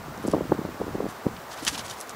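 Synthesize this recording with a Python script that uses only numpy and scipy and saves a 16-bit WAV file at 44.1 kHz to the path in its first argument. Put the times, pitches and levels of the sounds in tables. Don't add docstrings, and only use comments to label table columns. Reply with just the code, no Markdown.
import sys
import numpy as np
from scipy import signal
from scipy.fft import rfft, irfft
from scipy.io import wavfile
from scipy.ndimage import uniform_filter1d

SR = 44100
rng = np.random.default_rng(int(sys.argv[2]) if len(sys.argv) > 2 else 0)


def int16_out(signal):
    q = np.round(np.clip(np.atleast_2d(signal).T, -1, 1) * 32767)
    wavfile.write(sys.argv[1], SR, q.astype(np.int16))


def undo_db(level):
    steps = np.asarray(level, float) / 20
    return 10 ** steps


N = 94815

# (time [s], level [dB])
RUSH_LEVEL = [(0, -44), (.4, -43), (1.4, -43.5), (2.15, -43)]
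# (frequency [Hz], density [dB per Hz])
RUSH_COLOUR = [(100, -31), (250, -9), (450, -5), (700, -3.5), (1200, -4.5), (1900, -12), (2700, -19),
               (6090, -25), (13000, -37.5)]

# (time [s], rms level [dB], rise [ms], fall [ms])
SWISHES = [(.28, -58, 17, 15), (1.11, -49, 28, 12), (1.535, -41, 20, 10), (1.59, -41, 15, 13),
           (1.64, -37.5, 17, 10), (1.681, -28.5, 11, 13.7), (1.753, -36.5, 27, 7.3),
           (1.796, -35.5, 16.3, 13), (1.865, -40.5, 26, 15.4), (1.91, -39.5, 12.4, 22),
           (2.005, -47, 29, 25), (2.098, -52, 12, 14)]
# (frequency [Hz], density [dB per Hz])
CLOTH_COLOUR = [(350, -34), (800, -11), (1360, -8), (2610, -11.5), (3160, -9.5), (5010, -11), (6060, -12),
                (11500, -18.5), (15500, -33)]
# (time [s], peak level [dB], colour [octaves above 1 kHz], decay [ms])
SNAPS = [(0.1762, -35, 2.5, 1.3), (.228, -37, 3, 1.5), (.237, -38, 3.5, 1.5), (.242, -42, 2.2, 1.5),
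         (0.2658, -36, 2.7, 1.5), (.2706, -31, 2.8, 1), (0.2762, -26.5, 3.2, 1.5), (0.284, -32, 2.4, 1.5),
         (.299, -35, 2.1, 2), (.313, -32.5, 2.3, 1.2), (0.316, -27.5, 2.35, 1.3), (.3265, -33.5, 2, 1.1),
         (.541, -38.5, 2.3, 3.3), (1.365, -32.5, 1.3, 3.4), (1.53, -36, 2.2, 4), (1.575, -35, 2.35, 3.3),
         (1.6501, -13, 2.8, 0.31), (1.652, -29, 1.4, 2), (1.6666, -15, 1.27, 2.4), (1.6778, -9, 1.7, 1.5),
         (1.673, -21, 1.4, 2.3), (1.6825, -13, 2.1, 1.7), (1.6853, -22, 2.6, 3.3), (1.727, -36, 2.6, 5),
         (1.747, -30, 1.7, 3), (1.755, -29, 1.8, 3), (1.7427, -29, 1.7, 3.4), (1.778, -23.5, 2, 3.3),
         (1.784, -28, 3.4, 3), (1.7928, -22.5, 2.2, 4.1), (1.801, -35, 2.3, 2.5), (1.811, -37, 2.2, 4),
         (1.8804, -30, 2, 2.3), (1.8983, -25, 2.15, 2), (1.91, -26.5, 2.04, 2.9), (2.0031, -25, 3.2, 0.91),
         (2.011, -23, 3.2, 1), (2.073, -37, 3, 1), (2.0939, -25, 2.6, 1.1), (2.109, -33, 2.1, 1),
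         (2.0985, -33, 2.3, 1.5), (1.9865, -37, 2.7, 1), (1.995, -37, 3, 1), (1.864, -31, 2.3, 2),
         (1.418, -40, 2.2, 1), (1.624, -36, 3.2, 1.5)]
# (frequency [Hz], width [Hz], lift [dB])
TAUT_RESONANCES = [(3130, 230, 7.5), (5870, 1300, 4), (7670, 430, 5), (10270, 1240, 6.5)]

# (time [s], level [dB])
GUST_LEVEL = [(0, -44), (.09, -44), (.15, -47.5), (.27, -38), (.72, -42.5), (.77, -50), (.85, -41.5),
              (1.08, -41), (1.14, -53), (1.23, -55), (1.3, -40), (1.39, -46), (1.43, -54.5), (1.58, -56),
              (1.7, -45), (1.93, -47), (2.04, -65), (2.15, -51.5)]
# (frequency [Hz], density [dB per Hz])
RUMBLE_COLOUR = [(20, -31), (40, 2), (80, 4.5), (150, 7), (260, 1), (450, -39), (800, -53)]
# (frequency [Hz], density [dB per Hz])
WAKE_COLOUR = [(30, -34), (70, -6.5), (200, 1), (380, -1), (800, -18), (1600, -47)]

# (time [s], peak level [dB], pitch [Hz], length [ms])
BUFFETS = [(0.2424, -24.5, 312, 4), (0.2522, -17.5, 310, 3.5), (0.2607, -19, 300, 1.8),
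           (0.2815, -15.5, 402, 1.8), (0.2852, -14.5, 244, 3.8), (0.3372, -11, 566, 3.5),
           (0.347, -11.5, 380, 3.8), (0.3533, -14, 356, 2.9), (0.3669, -16.5, 390, 3.3),
           (0.3825, -18.5, 418, 4.5), (0.4107, -16, 380, 4.2), (0.4959, -21, 251, 1.4),
           (0.5029, -26.5, 189, 9.3), (0.5191, -12, 380, 4.2), (0.5219, -8, 374, 1.83),
           (0.5248, -17.5, 330, 2.7), (0.5914, -18, 310, 4.9), (0.6162, -23, 332, 4.4),
           (0.6514, -17, 330, 1.2), (0.8029, -21.5, 365, 1.8), (0.8166, -16, 442, 3.6),
           (0.8685, -22, 298, 2), (0.8816, -22.5, 346, 2.8), (0.9527, -17.5, 356, 3.3),
           (1.006, -16, 392, 4.7), (1.0236, -24, 364, 1.8), (1.0306, -22, 345, 3.8),
           (1.0398, -22.5, 240, 2.5), (1.0445, -21, 240, 2.6), (1.0566, -18.5, 386, 2.4),
           (1.2596, -23, 260, 3), (1.2665, -9.5, 287, 2.03), (1.628, -29, 308, 8.8),
           (1.7305, -31.5, 298, 10), (1.669, -33.5, 190, 7), (1.749, -33, 200, 9), (1.795, -34.5, 220, 7),
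           (1.779, -30.5, 980, 4.3), (1.19, -40, 240, 7.7)]
# (time [s], peak level [dB], pitch [Hz])
MORE_EDDIES = [(0.084, -28, 210), (0.1998, -29.5, 262), (0.297, -26, 233), (0.3187, -28.5, 215),
               (0.3404, -14, 235), (0.357, -32, 460), (0.378, -23, 252), (0.3933, -25, 279), (0.4206, -30, 237),
               (0.4551, -26.5, 300), (0.5382, -24.5, 295), (0.549, -26, 345), (0.556, -29.5, 286),
               (0.661, -28, 266), (0.6903, -24.5, 335), (0.7028, -33, 260), (0.834, -29, 260),
               (0.8435, -28.5, 231), (0.9583, -25, 300), (0.9839, -25, 278), (1.0657, -20.5, 227),
               (1.2858, -28, 350), (1.2535, -27.5, 350), (1.2705, -22.5, 220), (1.679, -31, 260),
               (0.179, -32, 260), (0.329, -24, 260), (0.384, -22.5, 480), (0.746, -32, 333), (0.8084, -20.5, 210),
               (0.892, -27, 240), (0.91, -31, 220), (0.9476, -24.5, 330), (0.994, -27, 150), (1.088, -29.5, 220),
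               (0.431, -29, 210), (0.443, -31, 200)]

# (frequency [Hz], rms level [dB])
WHINES = [(7575, -70.5), (15120, -87), (15150, -76), (15735, -82)]


def rms_one(x):
    return x / np.sqrt(np.mean(x ** 2) + 1e-20)


def in_time(rows):
    return np.interp(np.arange(N) / SR, *np.transpose(rows))


def coloured(x, points):
    hz, db = np.transpose(points)
    log_hz = np.log(np.fft.rfftfreq(len(x), 1 / SR) + 1)
    gain = undo_db(np.interp(log_hz, np.log(hz), db))
    return rms_one(irfft(rfft(x) * gain, len(x)))


def drift(rate_hz):
    r = np.exp(-2 * np.pi * rate_hz / SR)
    noise = rng.standard_normal(N + SR)
    settled = signal.lfilter([1], [1, -2 * r, r * r], noise)[SR:]
    return rms_one(settled)


def patchy(x, shared_db, own_db, rate_hz):
    spectrum = rfft(x)
    octave = np.log2(np.fft.rfftfreq(N, 1 / SR) + 1)
    together = shared_db * drift(rate_hz / 4)
    out = np.zeros(N)
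    for centre in range(4, 16):
        band = irfft(spectrum * np.clip(1 - abs(octave - centre), 0, 1), N)
        out += band * undo_db(together + own_db * drift(rate_hz))
    return rms_one(out)


def rush():
    noise = coloured(rng.standard_normal(N), RUSH_COLOUR)
    return undo_db(in_time(RUSH_LEVEL) + 3.0) * patchy(noise, 0.13, 0.82, 14.0)


def swishes():
    grains_per_s, grain_spread_db, air_share = 7600, 3, 1.9
    t = np.arange(N) / SR
    swell = np.zeros(N)
    for s, db, rise_ms, fall_ms in SWISHES:
        side_ms = np.where(t < s, rise_ms, fall_ms)
        swell += undo_db(db) * np.exp(-.5 * (1000 * (t - s) / side_ms) ** 2)
    struck = rng.random(N) < grains_per_s / SR
    grain_level = undo_db(grain_spread_db * np.minimum(rng.exponential(1, N), 3.5))
    grains = struck * grain_level * rng.choice([-1, 1], N)
    weave = coloured(rms_one(grains) + air_share * rng.standard_normal(N), CLOTH_COLOUR)
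    return swell * patchy(weave, 0.89, 3.1, 42.0)


def snaps():
    width_octaves, tail_db, tail_s, attack_s = 0.92, -26, 0.023, 0.00039
    top_hz, top_slope = 12300, 8
    out, t = np.zeros(N + SR), np.arange(2048) / SR
    hz = np.fft.rfftfreq(len(t), 1 / SR) + 1
    lift_db = sum(db * np.exp(-.5 * ((hz - centre) / width * 2) ** 2) for centre, width, db in TAUT_RESONANCES)
    for s, db, colour, decay_ms in SNAPS:
        top_roll = 1 / (1 + (hz * np.clip(2 * decay_ms, .7, 1) / top_hz) ** top_slope)
        distance = (np.log2(hz / 1000) - colour) / width_octaves * decay_ms ** 0.16
        tone = undo_db(lift_db) * top_roll * np.exp(-.5 * distance ** 2)
        noise = irfft(rfft(rng.standard_normal(len(t))) * tone)
        fade = np.exp(-1000 * t / decay_ms) + undo_db(tail_db) * np.exp(-t / tail_s)
        crack = noise * fade * np.minimum(t / attack_s, 1)
        start = int(s * SR)
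        out[start:start + len(t)] += undo_db(db) * crack / np.abs(crack).max()
    return out[:N]


def rumble(thumps):
    lump_db, lumps_per_s, wake_db, wake_s = 0.5, 22, -10, 0.015
    lumps = undo_db(lump_db * np.clip(drift(lumps_per_s), -2, 2)) * rng.standard_normal(N)
    size = int(wake_s * SR)
    power = uniform_filter1d(uniform_filter1d(thumps ** 2, size), size)
    wake = np.sqrt(np.abs(power)) * coloured(lumps, WAKE_COLOUR)
    steady = patchy(coloured(rng.standard_normal(N), RUMBLE_COLOUR), 0.6, 1.0, 22.0)
    return undo_db(in_time(GUST_LEVEL)) * steady + undo_db(wake_db) * wake


def eddies():
    common_ms, rise_share, pitch_sag = 4.05, 0.68, 0.13
    phase_spread, wander = 0.45, 0.59
    overtone, steepening = 0.16, 1
    port_cut_hz = 119
    half = 800
    out, t = np.zeros(N + SR), np.arange(-half, half) / SR
    rows = list(BUFFETS) + [(*row, common_ms) for row in MORE_EDDIES]
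    for s, db, hz, ms in rows:
        start_turn, overtone_turn, wander_depth, wander_turn = rng.normal(0, 1, 4)
        width = 0.57 * ms / 1000
        sagged_time = t - pitch_sag * width * np.log(np.cosh(t / width))
        phase = 2 * np.pi * hz * sagged_time + phase_spread * start_turn
        phase = phase + wander * wander_depth * np.sin(2.14 * t / width + 2 * wander_turn)
        shape = np.exp(-.5 * (t / width / np.where(t < 0, rise_share, 1)) ** 2)
        edge = (overtone + steepening * undo_db(db)) * shape
        second = edge * np.cos(2 * phase + 0.064 * overtone_turn)
        third = 0.36 * edge ** 2 * np.cos(3 * phase)
        start = int(s * SR)
        out[start:start + len(t)] += undo_db(db) * shape * (np.cos(phase) + second + third)
    port = signal.butter(2, port_cut_hz, "high", fs=SR, output="sos")
    return signal.sosfilt(port, out[half:N + half])


def scene():
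    thumps = eddies()
    mix = rush() + swishes() + snaps() + rumble(thumps) + thumps
    return mix[None]


def roll_off(x):
    return signal.sosfilt(signal.butter(12, 16450, fs=SR, output="sos"), x)


def record(dry):
    hiss_db, hump_db, hump_hz, hump_width_hz = -55.5, -61.5, 14400, 1000
    low_cut_hz, high_cut_hz = 13, 15750
    r, w = np.exp(-np.pi * hump_width_hz / SR), 2 * np.pi * hump_hz / SR
    poles = [1, -2 * r * np.cos(w), r * r]
    hump = rms_one(signal.lfilter([1], np.convolve(poles, poles), rng.standard_normal(N)))
    t = np.arange(N) / SR
    whines = sum(np.sqrt(2) * undo_db(db) * np.sin(2 * np.pi * hz * t) for hz, db in WHINES)
    x = dry + undo_db(hiss_db) * rng.standard_normal(N) + undo_db(hump_db) * hump + whines
    x = signal.sosfilt(signal.butter(2, low_cut_hz, "high", fs=SR, output="sos"), x)
    x = signal.sosfilt(signal.ellip(12, .5, 55, high_cut_hz, fs=SR, output="sos"), x)
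    return roll_off(x)


dry = scene()
out = record(dry)
int16_out(out)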